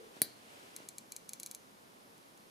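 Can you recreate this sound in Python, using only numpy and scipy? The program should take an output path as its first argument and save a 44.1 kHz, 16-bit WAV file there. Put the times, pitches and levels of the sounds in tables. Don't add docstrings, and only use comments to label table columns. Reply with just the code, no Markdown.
import sys
import numpy as np
from scipy import signal
from scipy.fft import rfft, irfft
from scipy.io import wavfile

SR = 44100
rng = np.random.default_rng(int(sys.argv[2]) if len(sys.argv) > 2 else 0)


def inscribe(sig):
    pcm = np.round(np.clip(np.atleast_2d(sig).T, -1, 1) * 32767)
    wavfile.write(sys.argv[1], SR, pcm.astype(np.int16))


N = 110250

SNAP_S, SNAP_DB = 0.2178, 0.5
# f/Hz, level/dB, ring time/s
STEEL_TONES = [(1540, -23, 0.0023), (2357, -39, 0.024), (3030, -42.5, 0.0015), (4200, -27, 0.01),
               (4450, -33, 0.027), (5540, -17.5, 0.00094), (6316, -28.5, .01), (7560, -24.5, 0.0067),
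               (8600, -23.5, 0.0068), (9450, -12.5, 0.0038), (9720, -20, 0.022), (10200, -17, 0.0055),
               (11120, -13, 0.0022), (12560, -11, 0.0081), (12821, -7.5, 0.0033), (13500, -14, 0.0044),
               (14727, -14.5, 0.0041)]

def crown_snap():
    rebound_s, rebound_db = 0.0068, -20
    pan_db, lag_s = 1.5, 7e-6
    force = clicks([SNAP_S, SNAP_S + rebound_s], [SNAP_DB, SNAP_DB + rebound_db])
    steel = sum((-1) ** k * from_db(db) * ring(force, hz, ring_s)
                for k, (hz, db, ring_s) in enumerate(STEEL_TONES))
    case_hz, width_hz = 4390, 790
    case_force = cut(force, "band", [case_hz - width_hz / 2, case_hz + width_hz / 2], order=2)
    shimmer = echoes(place(case_force, pan_db, lag_s), fade_s=0.12, shared=0.93)
    return place(steel, pan_db, lag_s) + from_db(-1) * shimmer


# f/Hz, level/dB, ring time/s
KNOCK_TONES = [(188, -52, 0.012), (323, -24, 0.0089), (588, -34.5, 0.019)]

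def knock(force):
    thud = sum(from_db(db) * ring(force, hz, ring_s) for hz, db, ring_s in KNOCK_TONES)
    return cut(thud, "high", 124)


# t/s, level/dB, brightness/(dB per octave), extra ring of the spring/dB
TOOTH_DROPS = [(.7640, -3, 1, -2.5), (.8880, -4, -1.5, 3.5), (.9830, -4, -0.5, 2.5), (1.1212, -2.5, -1, -1),
               (1.1641, -3, -1, -0.5), (1.2922, -3.5, -1.5, 1.5), (1.3338, -2.5, -1, 0),
               (1.3995, -3.5, 3, -4), (1.4321, -2, -2.5, -3), (1.4619, -2, -2, -0.5),
               (1.5130, -3.5, 0.5, 0), (1.5486, -3.5, 0.5, -1)]
# f/Hz, level/dB, ring time/s
PAWL_TONES = [(2350, -51, 0.033), (3890, -53, 0.002), (4140, -46.5, 0.023), (4490, -54, 0.045),
              (6320, -27.5, .0033), (7720, -30.5, 0.0071), (7930, -47, 0.013), (9750, -38, 0.0045),
              (9960, -31.5, 0.0039), (10730, -59, 0.016), (10750, -26.5, 0.0027), (12300, -44, 0.006),
              (12760, -33, 0.0029), (14800, -52, 0.0041)]
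# t/s, level/dB
GEAR_TICKS = [(1.4048, -17), (1.4721, -14), (1.5562, -20), (2.1803, -25.5), (2.376, -24)]

def ratchet():
    spring_hz, spring_width_hz = 7850, 460
    bounce_s, bounce_db = 0.0008, -15
    times, drop_db, brightness, spring_db = np.transpose(TOOTH_DROPS)
    random_db = 0.8 * rng.standard_normal((len(times), len(PAWL_TONES)))
    bounce_times = times + bounce_s * (0.5 + rng.random(len(times)))
    light_taps = slips(times, drop_db) + clicks(*np.transpose(GEAR_TICKS))
    ringing = 0
    for k, (hz, db, ring_s) in enumerate(PAWL_TONES):
        near_spring = np.exp(-((hz - spring_hz) / spring_width_hz) ** 2)
        tone_db = brightness * np.log2(hz / spring_hz) + spring_db * near_spring
        hit_db = drop_db + tone_db + random_db[:, k]
        hits = clicks(times, hit_db) + clicks(bounce_times, hit_db + bounce_db)
        ringing += (-1) ** k * from_db(db) * ring(hits + light_taps, hz, ring_s)
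    for _ in range(2):
        ringing = cut(ringing, "high", 2160)
    return from_db(-1) * place(ringing, pan_db=1.5, lag_s=2e-6)


def slips(drop_times, drop_db):
    taps, slip_s, slip_db = 3, 0.0032, -20.5
    times = drop_times[:, None] - slip_s * rng.random((len(drop_times), taps))
    force = clicks(times.ravel(), np.repeat(drop_db + slip_db, taps))
    return cut(force, "low", 9900)


# middle t/s, half length/s, level/dB
SKIN_RUBS = [(0.08, 0.21, -63.5), (0.171, 0.03, -61), (0.586, 0.21, -57.5), (0.81, 0.067, -62.5),
             (1.3, 0.56, -72)]
# f/Hz, relative level/dB
SKIN_COLOUR = [(100, -39), (250, 12), (700, 14), (1200, 9.5), (2800, 9), (5000, 2), (10000, -2),
               (15000, -12)]
# t/s, level/dB
FINGER_BUMPS = [(0.167, -16.5), (.803, -17.5)]

def fingers():
    pressure = sum(from_db(db) * swell(middle_s, half_s) for middle_s, half_s, db in SKIN_RUBS)
    rubbing = pressure * noise(lambda hz: from_db(at_hz(SKIN_COLOUR, hz)))
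    return rubbing + knock(clicks(*np.transpose(FINGER_BUMPS)))


def room(sound):
    split_hz = 6500
    lows = echoes(cut(sound, "low", split_hz), fade_s=0.42, shared=0.3)
    highs = echoes(cut(sound, "high", split_hz), fade_s=0.13, shared=0.6)
    return from_db(-10.5) * lows + from_db(-14.5) * highs


# f/Hz, relative level/dB
ROOM_COLOUR = [(25, -19.5), (55, -21), (100, -11), (140, -7.5), (210, -2.5), (330, -5), (520, -5),
               (780, -7), (1100, -6.5), (1570, -12.5), (2630, -16), (5000, -18.5), (8000, -23.5),
               (10000, -20), (14300, -27), (15500, -36)]

def background():
    drone_hz, width_hz = 452, 68
    drone = noise(lambda hz: 1 / (1 + ((hz - drone_hz) / width_hz) ** 2))
    drone *= swell(middle_s=0.012, half_s=0.12)
    hiss = noise(lambda hz: from_db(at_hz(ROOM_COLOUR, hz)))
    hiss_db = -59 + np.array([[-0.275], [0.275]])
    return from_db(hiss_db) * hiss + from_db(-56.5) * drone


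# f/Hz, likeness (1 the same, -1 opposite)
EAR_LIKENESS = [(30, -0.28), (120, 0.56), (280, 0.57), (600, -0.24), (1200, -0.73), (2500, -0.17),
                (6000, 0.4), (14000, 0.52)]

def noise(gain_at):
    hz = np.arange(N // 2 + 1) * SR / N
    alike = at_hz(EAR_LIKENESS, hz)
    common, opposite = rfft(rng.standard_normal((2, N))) * gain_at(hz)
    ears = irfft(np.sqrt(1 + alike) * common + np.sqrt(1 - alike) * opposite * [[1], [-1]], N)
    return ears / np.sqrt(np.mean(ears ** 2))


def from_db(db):
    return 10 ** (np.asarray(db) / 20)


def at_hz(points, hz):
    row_hz, values = np.transpose(points)
    return np.interp(np.log(hz + 1), np.log(row_hz), values)


def clicks(times, db):
    force = np.zeros(N)
    np.add.at(force, np.round(np.asarray(times) * SR).astype(int), from_db(db))
    return force


def ring(force, hz, ring_s):
    decay, step = from_db(-60 / (ring_s * SR)), 2 * np.pi * hz / SR
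    return signal.lfilter([0, np.sin(step)], [1, -2 * decay * np.cos(step), decay ** 2], force + 1e-18)


def swell(middle_s, half_s):
    return np.exp(-((np.arange(N) / SR - middle_s) / half_s) ** 2)


def cut(sound, keep, hz, order=4):
    return signal.sosfilt(signal.butter(order, hz, keep, fs=SR, output="sos"), sound + 1e-18)


def place(sound, pan_db, lag_s):
    hz = np.arange(N // 2 + 1) * SR / N
    gap_db = pan_db * hz / 11000
    left = from_db(gap_db / 2)
    right = from_db(-gap_db / 2) * np.exp(-2j * np.pi * hz * lag_s)
    return irfft(rfft(sound) * np.array([left, right]), N)


def echoes(sound, fade_s, shared):
    t = np.arange(SR // 2) / SR
    white = rng.standard_normal((3, len(t)))
    tail = np.sqrt(shared) * white[2] + np.sqrt(1 - shared) * white[:2]
    build_up = 1 - np.exp(-t / (0.0073 * fade_s))
    tail *= build_up * from_db(-60 * t / fade_s)
    return signal.fftconvolve(sound, tail / np.sqrt(np.sum(tail ** 2) / 2), axes=1)[:, :N]


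def scene():
    snap, teeth = crown_snap(), ratchet()
    jolt = knock(clicks([SNAP_S - 0.00061], [SNAP_DB]))
    hands_and_table = from_db(-8) * echoes(snap + teeth, fade_s=0.028, shared=0.6)
    walls = room(snap + jolt + from_db(-0.5) * teeth)
    return snap + teeth + jolt + hands_and_table + walls + fingers() + background()


def record(dry):
    return cut(dry, "low", 15500, order=24)


dry = scene()
out = record(dry)
inscribe(out)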